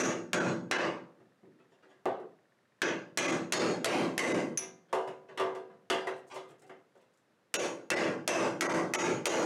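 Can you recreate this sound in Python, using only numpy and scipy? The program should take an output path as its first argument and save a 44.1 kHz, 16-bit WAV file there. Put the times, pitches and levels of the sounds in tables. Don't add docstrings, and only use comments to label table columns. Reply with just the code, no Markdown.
import sys
import numpy as np
from scipy import signal
from scipy.fft import rfft, irfft
from scipy.io import wavfile
from scipy.ndimage import uniform_filter1d, minimum_filter1d

SR = 44100
rng = np.random.default_rng(int(sys.argv[2]) if len(sys.argv) > 2 else 0)


def write(x):
    x = np.atleast_2d(x).T
    wavfile.write(sys.argv[1], SR, np.round(np.clip(x, -1, 1) * 32767).astype(np.int16))


N = 416744
T = np.arange(SR) / SR


def amp(db):
    return 10 ** (np.asarray(db) / 20)


def evened(x):
    return x / np.sqrt(np.mean(x ** 2) + 1e-20)


def dying(t, t60):
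    return np.exp(-np.log(1000) * t / t60)


def read(points, hz):
    table_hz, value = np.transpose(points)
    return np.interp(np.log(hz + 1), np.log(table_hz + 1), value)


def add(mix, s, sound):
    start = round(s * SR)
    sound = sound[max(-start, 0):]
    part = mix[max(start, 0):][:len(sound)]
    part += sound[:len(part)]


def noise(spectrum, size):
    gain = amp(read(spectrum, np.fft.rfftfreq(size, 1 / SR)))
    return evened(irfft(rfft(rng.standard_normal(size)) * gain, size))


def ring(modes, uneven_db):
    hz, db, t60 = np.float32(modes).T[:, :, None]
    phase, share = np.float32(rng.random((2, len(modes), 1)))
    t = np.float32(T)
    fade = np.exp(-np.float32(np.log(1000)) * t / t60)
    level = amp(db + uneven_db * (2 * share - 1.5))
    return (level * fade * np.sin(2 * np.pi * (hz * t + phase))).sum(0)


def nearness(hz, lip_hz):
    width_hz = 50 + .07 * lip_hz
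    return 1 / (1 + ((hz - lip_hz) / width_hz) ** 2)


# (frequency [Hz], t60 [s])
CLATTER_DECAY = [(150, 0.72), (350, 0.56), (600, 0.45), (1100, 0.44), (2200, 0.35), (4500, 0.36),
                 (10000, 0.34)]


def clatter(spectrum, tint, swell_s, lip_hz, lip_db, cluster_db=2.5, drift_db=3.0, lip_fade_s=0.47):
    hz, t, z = signal.stft(noise(spectrum, SR), SR, nperseg=1024)
    clusters = evened(uniform_filter1d(rng.standard_normal((len(hz), 1)), size=3, axis=0))
    drift = uniform_filter1d(rng.standard_normal(z.shape), size=4, axis=0)
    drift = evened(uniform_filter1d(drift, size=9, axis=1))
    upper_share = (hz / (hz + 250))[:, None]
    lumps_db = (cluster_db * clusters + drift_db * drift) * upper_share
    z = z * amp(read(tint, hz)[:, None] + lumps_db - 0.5)
    z *= amp(lip_db * nearness(hz, lip_hz)[:, None] * np.exp(-t / lip_fade_s))
    z *= dying(t, read(CLATTER_DECAY, hz)[:, None])
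    band_swell_s = swell_s * (260 / (hz[:, None] + 1)) ** 0.76
    z *= np.sqrt(1 - np.exp(-(t + 0.0048) / band_swell_s))
    return signal.istft(z, SR, nperseg=1024)[1][:SR]


BAND_HZ = [170, 450, 950, 2300, 6500]


def sheet(colour, modes, spectrum, modes_db, swell_s, lip_hz, lip_db, lip_share=0.62):
    tint = list(zip(BAND_HZ, [colour[0], 0, *colour[1:]]))
    tinted = []
    for hz, db, t60 in modes:
        lift_db = lip_share * lip_db * nearness(hz, lip_hz)
        tinted.append((hz, db + read(tint, hz) + lift_db, t60))
    clear = ring(tinted, uneven_db=0.0) * (1 - np.exp(-T / swell_s))
    return clatter(spectrum, tint, swell_s, lip_hz, lip_db) + amp(modes_db) * clear


def tilted(colour, db_per_octave):
    boom_hz, thunk_hz, *upper_hz = BAND_HZ
    octaves = np.log2(np.array([boom_hz, *upper_hz]) / thunk_hz)
    return np.array(colour) + db_per_octave * octaves


# (frequency [Hz], density [dB per Hz])
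CRACK_SPECTRUM = [(40, -56), (100, -39.5), (500, -7), (2000, 3.5), (4000, -2.5), (7000, -0.5), (11000, -6),
                  (16000, -27)]


def crack(length_s):
    return noise(CRACK_SPECTRUM, SR) * np.exp(-T / length_s)


# (frequency [Hz], density [dB per Hz])
ZING_SPECTRUM = [(20, -70), (4800, -35), (5600, -8), (5900, 0), (6250, 0), (6500, -14), (7500, -35),
                 (16000, -60)]


def zing(t60):
    return noise(ZING_SPECTRUM, SR) * dying(T, t60)


# (frequency [Hz], density [dB per Hz])
PANEL_WASH = [(30, -37.5), (80, -52.5), (110, -4.5), (170, -2.5), (330, 4), (560, 0), (1100, -5.5),
              (2500, -5), (3700, -17.5), (6400, -21.5), (8200, -25.5), (10300, -31), (12500, -40.5),
              (16000, -47)]


def passing_modes(db=-23, count=30):
    mode_hz = 800 * 9 ** ((np.arange(count) + rng.random(count)) / count)
    return [(hz, db + read(PANEL_WASH, hz), read(CLATTER_DECAY, hz)) for hz in mode_hz]


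# (frequency [Hz], level [dB], t60 [s])
PANEL_MODES = [(164.5, -26.5, 0.96), (178, -16, 0.73), (228.4, -28, 0.94), (257, -16, 0.62),
               (338, -32, 0.92), (332, -8.5, 0.59), (368, -3, 0.33), (469, -31.5, 0.88), (507, -13, 0.55),
               (573.5, -13.5, 0.56), (606, -12, 0.46), (643, -12.5, 0.39), (757, -20, 0.45),
               (893, -17.5, 0.46), (986, -20, 0.3), (1137, -13, 0.39), (1465, -20, 0.26),
               (1602, -18.5, 0.45), (1930, -15.5, 0.25), (2044, -16, 0.39)]
# (frequency [Hz], level [dB], t60 [s])
WEDGED_CHISEL_MODES = [(3780, -3, .22), (5650, -3, .2), (5895, -3, .22), (6207, 1, .22), (6682, 7, .36),
                       (6689, 0, .36), (7105, -1, .22), (7220, -3, .22)]
# (time [s], force [dB], cut-off of the contact [Hz], ring of the chisel [dB],
# zing of its shank [dB], note of the torn lip of metal [Hz], its lift [dB], boom [dB], body [dB], clang [dB])
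HARD_BLOWS = [(-.045, -11, 9600, -8, -3.5, 1350, 8.5, -1.5, 0, 1),
              (.332, -10, 6960, -13, -17, 1500, 10, 3.5, 0.5, -2),
              (.712, -11.5, 5500, -24, -14, 1780, 6.5, -6.5, 2.5, 2),
              (2.818, -20, 4600, -14.5, -6.5, 1700, 10, -4.5, -2, 1.5),
              (3.174, -8, 11100, -12, -7, 1210, 7.5, -3, -3, 2.5),
              (3.523, -6, 9500, -12.5, -28, 4400, 11, -3, -1, 0),
              (3.845, -4.5, 13500, -36, -30, 4000, 5, -4.5, -0.5, 2),
              (4.179, -1.5, 13400, -39, -13, 2050, 10, -5, -0.5, -1),
              (7.541, -15.5, 13070, -12.5, -9.5, 2940, 8.5, -10.5, 0, -2.5),
              (7.903, -8.5, 8700, -30, -30, 2040, 4, -1.5, 3, 1.5),
              (8.277, -5.5, 12100, -30, -8, 2680, 6.5, -4.5, 2.5, 0.5),
              (8.609, -5.5, 13100, -38, -14, 2000, 10.5, -3.5, 5.5, -2.5),
              (8.937, -7.5, 11600, -8, -7, 890, 7.5, -3.5, -1, 2.5),
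              (9.256, -6, 13500, -13, -9.5, 2600, 6, -7.5, 1, -2)]


def hammering(crack_db=4, chisel_db=-5.0, fizz_db=5.5):
    out = np.zeros(N)
    for s, force_db, contact_hz, ring_db, zing_db, lip_hz, lip_db, *colour in HARD_BLOWS:
        steel = amp(crack_db) * crack(length_s=0.011)
        steel += amp(chisel_db + ring_db) * ring(WEDGED_CHISEL_MODES, uneven_db=1.5)
        steel += amp(zing_db) * zing(t60=.3)
        body = sheet([*colour, fizz_db], PANEL_MODES + passing_modes(), PANEL_WASH,
                     modes_db=0.5, swell_s=0.014, lip_hz=lip_hz, lip_db=lip_db)
        contact = signal.butter(N=2, Wn=min(contact_hz, SR * .45), fs=SR, output="sos")
        add(out, s, amp(force_db) * signal.sosfilt(contact, steel + body))
    return out


# (frequency [Hz], density [dB per Hz])
HUSH_SPECTRUM = [(15, -76), (25, -47.5), (120, -6), (560, -7.5), (714, -12.5), (840, -14), (1610, -14.5),
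                 (2000, -18.5), (3340, -25), (3720, -24), (4030, -26), (16000, -39)]


def background(hush_db=-71.5, tick_db=-60, clearest_s=2.3885, ticks_per_s=15, tick_hz=1800, tick_s=.003,
               fade_db_per_s=2.0):
    t = np.arange(N) / SR - clearest_s
    index, since = np.divmod(t, 1 / ticks_per_s)
    uneven_db = -3 * rng.random(256)[index.astype(int)]
    ticks = amp(uneven_db) * np.sin(2 * np.pi * tick_hz * since) * np.exp(-since / tick_s)
    return amp(hush_db) * noise(HUSH_SPECTRUM, N) + amp(tick_db - fade_db_per_s * abs(t)) * ticks


# (frequency [Hz], level [dB], t60 [s])
EDGE_MODES = [(378.5, -5.5, 0.48), (464, -20, 0.67), (516.5, -17, 0.58), (563, -19, 0.55), (612, -33, 0.4),
              (678.4, -11.5, 0.43), (686, -24, 0.8), (753, -20.5, 0.62), (901, -13.5, 0.35),
              (987, -20.5, 0.54), (1170, -11, 0.26), (1225, -21.5, 0.49), (1458, -17, 0.19),
              (1600, -20, 0.42), (1680, -29, 0.47), (1910, -20, 0.2), (2080, -24, 0.46), (2670, -19.5, 0.2),
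              (2780, -20.5, 0.29), (2950, -22.5, 0.21), (3300, -18, 0.18), (3435, -20.5, 0.28),
              (3640, -21.5, 0.2)]
# (frequency [Hz], density [dB per Hz])
EDGE_WASH_SPECTRUM = [(30, -48.5), (75, -38), (115, 1), (200, 1), (280, 0.5), (420, 1), (1150, -4.5),
                      (1400, -6.5), (2000, -7), (2300, -14), (2750, -7.5), (3400, -10.5), (4200, -13),
                      (6400, -12), (10300, -22.5), (16000, -54)]


def loose_edge(colour, modes_db, swell_s, lip_hz, lip_db, ring_share=1):
    modes = [(hz, db, t60 * ring_share) for hz, db, t60 in EDGE_MODES]
    return sheet(colour, modes, EDGE_WASH_SPECTRUM, modes_db, swell_s, lip_hz, lip_db)


# (time [s], force [dB], brightness [dB per octave],
# note of the touched lip of metal [Hz], boom [dB], clang [dB], ring time [share of the free edge's])
CHISEL_KNOCKS = [(1.2, -55.5, -1.5, 293, 4.5, -5, 0.55), (1.432, -51.5, -6, 317, -4.5, -1, .3),
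                 (1.485, -54, -14, 356, -17.5, -7.5, 0.33), (2.0563, -20, -3, 800, -19, -4.5, 0.53),
                 (2.2, -44, -2.5, 433, -6.5, -8, 0.68), (4.928, -21.5, 0.65, 1000, -19, -11, 1.11),
                 (5.075, -39.5, 1, 660, 0.5, -4, 0.58), (5.375, -37, 3, 900, -10, 2, 0.79),
                 (5.397, -21, -0.5, 1100, -16, -5, 1.02), (5.55, -40, 1, 370, -16, -5, 1.02),
                 (5.9, -21, 2.5, 2920, -8.5, -3, 0.97), (6.07, -27.5, 0, 1860, -17.5, -5, 0.84),
                 (6.36, -40.5, 0.5, 890, -14, -20, 0.49), (6.695, -44, -0.5, 2050, -5.5, -3.5, 0.77),
                 (6.954, -58.5, 1, 540, -2, -8.5, 0.79)]


def knocking(tick_db=-4, body_db=-2.5, fizz_db=-19.5):
    out = np.zeros(N)
    for s, force_db, brightness, lip_hz, boom_db, clang_db, ring_share in CHISEL_KNOCKS:
        colour = tilted([boom_db, body_db, clang_db, fizz_db], brightness)
        tick = amp(tick_db + colour[-1]) * crack(length_s=0.022)
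        edge = loose_edge(colour, modes_db=8, swell_s=0.0078, lip_hz=lip_hz, lip_db=9.5,
                          ring_share=max(ring_share, .1))
        add(out, s, amp(force_db) * (tick + amp(-4.5) * edge))
    return out


def slips(length_s, per_s):
    size = int(max(length_s, .01) * SR)
    caught = rng.random(size) < per_s / SR
    catches = rng.standard_normal(size) * caught * np.hanning(size)
    return catches / (np.linalg.norm(catches) + 1e-9)


# boom, body, clang, fizz (level [dB])
SCRAPE_TINT = [-7.5, -6.5, -4, -18.5]
# (time [s], length [s], level [dB], brightness [dB per octave],
# note of the touched lip of metal [Hz])
CHISEL_SCRAPES = [(1.582, .028, -57, -1.5, 1300), (1.7, .04, -61.5, 1.5, 630),
                  (1.816, 0.029, -57, .5, 1500), (1.878, 0.048, -58, 1.5, 1840),
                  (4.871, 0.042, -58, 0, 3500), (5.279, .03, -43.5, -1.5, 760),
                  (5.688, .019, -50, -3, 1010), (6.29, 0.042, -43.5, 2.1, 925),
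                  (6.337, .035, -41.5, 1.85, 1010), (6.474, 0.05, -52.5, -0.5, 370),
                  (6.604, 0.043, -55.5, -0.5, 750), (6.99, .04, -68.5, 2.5, 4200)]


def scraping(slips_per_s=900):
    out = np.zeros(N)
    for s, length_s, db, brightness, lip_hz in CHISEL_SCRAPES:
        colour = tilted(SCRAPE_TINT, brightness)
        edge = loose_edge(colour, modes_db=3, swell_s=0.012, lip_hz=lip_hz, lip_db=8)
        add(out, s, amp(db) * signal.fftconvolve(edge, slips(length_s, slips_per_s)))
    return out


# (frequency [Hz], level [dB], t60 [s])
FREE_CHISEL_MODES = [(2369, -26, .3), (3440, -40, .24), (5604, -24, .3), (5884, -6, .2), (6040, -15, .3),
                     (6212, 0, .12), (6681, -12.5, .4), (10430, -1, .1), (10420, -24, .27),
                     (11745, -25, .18)]
# (time [s], force [dB])
HAMMER_CLINKS = [(4.5743, -23), (4.59, -25.5)]


def clink(room_db=-9, room_t60=0.14, zing_db=-19, stir_db=-22):
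    out = np.zeros(N)
    for s, force_db in HAMMER_CLINKS:
        steel = ring(FREE_CHISEL_MODES, uneven_db=-1.0) + amp(-8) * crack(length_s=0.0054)
        room = rng.standard_normal(SR) * dying(T, room_t60)
        wash = amp(room_db) * signal.fftconvolve(steel, room / np.linalg.norm(room))[:SR]
        shank = amp(zing_db) * zing(t60=0.35)
        stir = loose_edge([-11.5, -2.5, 5.0, -2.0], modes_db=10, swell_s=0.014, lip_hz=2300, lip_db=9.5)
        add(out, s, amp(force_db) * (steel + wash + shank + amp(stir_db) * stir))
    return out


# (frequency [Hz], density [dB per Hz])
RUST_SPECTRUM = [(20, -40), (1500, -12), (4500, -5), (8000, 2), (11000, -8.5), (16000, -14)]
# (time [s], length [s], level [dB])
RUST_CRUMBS = [(6.14, 0.072, -69), (6.261, 0.047, -68), (6.331, .04, -56.5), (6.473, 0.052, -67.5),
               (6.581, .03, -72), (6.616, .01, -67.5), (6.645, .05, -71), (6.957, .04, -80),
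               (7.005, .02, -78), (7.128, .015, -78), (7.17, .012, -76)]


def crumbling(flakes_per_s=700, fade_s=0.022, snap_db=10, snap_s=0.00041):
    out = np.zeros(N)
    for s, length_s, db in RUST_CRUMBS:
        envelope = np.exp(-T / fade_s) + amp(snap_db) * np.exp(-T / snap_s)
        flake = noise(RUST_SPECTRUM, SR) * envelope
        add(out, s, amp(db) * signal.fftconvolve(flake, slips(length_s, flakes_per_s)))
    return out


def limit(x, limit_db, attack_s, recovery_db_per_s, treble_bias=0):
    treble = signal.lfilter(*signal.butter(1, 3000, "high", fs=SR), x)
    sensed = x + treble_bias * treble
    power = abs(uniform_filter1d(sensed ** 2, size=241, origin=120))
    power_db = 10 * np.log10(power + 1e-12)
    fall_db = np.arange(N) / SR * recovery_db_per_s
    held_db = np.maximum.accumulate(power_db + fall_db) - fall_db
    over_db = np.maximum(held_db - limit_db, 0)
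    lag = np.exp(-1 / (attack_s * SR))
    cut_db = signal.lfilter([1 - lag], [1, -lag], over_db, zi=[lag * over_db[0]])[0]
    return x * amp(-cut_db)


# (centre time [s], length [s])
THIN_MOMENTS = [(0.03, 0.0073), (.396, 0.012), (0.779, 0.0069), (3.275, 0.01), (3.317, 0.0071),
                (3.59, 0.009), (4.335, 0.016), (7.58, 0.023), (7.955, 0.015), (8.682, 0.025),
                (8.734, 0.0091), (8.974, 0.025), (9.034, 0.0079), (9.288, 0.008)]


def thinned(x, note_spacing_hz=1500, top_hz=7500, from_hz=1200, hiss_db=-19):
    out, size = x.copy(), 2048
    t, hz = (np.arange(size) - size / 2) / SR, np.fft.rfftfreq(size, 1 / SR)
    low = 1 / (1 + (hz / from_hz) ** 4)
    top = 1 + (hz / top_hz) ** 12
    for s, length_s in THIN_MOMENTS:
        part = out[round(s * SR) - size // 2:][:size]
        z = rfft(part * signal.windows.tukey(size))
        strongest = -minimum_filter1d(-abs(z), max(int(note_spacing_hz * size / SR), 3))
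        kept = 1.6 * (abs(z) / (strongest + 1e-12)) ** 7 / top
        notes = irfft(z * (low + (1 - low) * np.maximum(kept, amp(hiss_db))))
        share = np.clip((length_s / 2 - abs(t)) / .007 + .5, 0, 1)
        part += share * (notes - part)
    return out


def scene():
    return (hammering() + background() + knocking() + scraping() + clink() + crumbling())[None]


def record(dry, ceiling=0.08, low_cut_hz=95, dull_hz=13000, edge_hz=16200):
    held = limit(dry[0], limit_db=-23.0, attack_s=0.009, recovery_db_per_s=191.5, treble_bias=1.92)
    held = limit(held, limit_db=-23.5, attack_s=.0003, recovery_db_per_s=2500)
    clipped = ceiling * np.tanh(held / ceiling)
    out = thinned(clipped)
    out = signal.sosfilt(signal.butter(1, low_cut_hz, "high", fs=SR, output="sos"), out)
    out = signal.sosfilt(signal.butter(2, min(dull_hz, SR / 2 - 100), fs=SR, output="sos"), out)
    steep_low_pass = signal.firwin(511, edge_hz, window=("kaiser", 9), fs=SR)
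    return signal.oaconvolve(out, steep_low_pass, "same")[None]


dry = scene()
out = record(dry)
write(out)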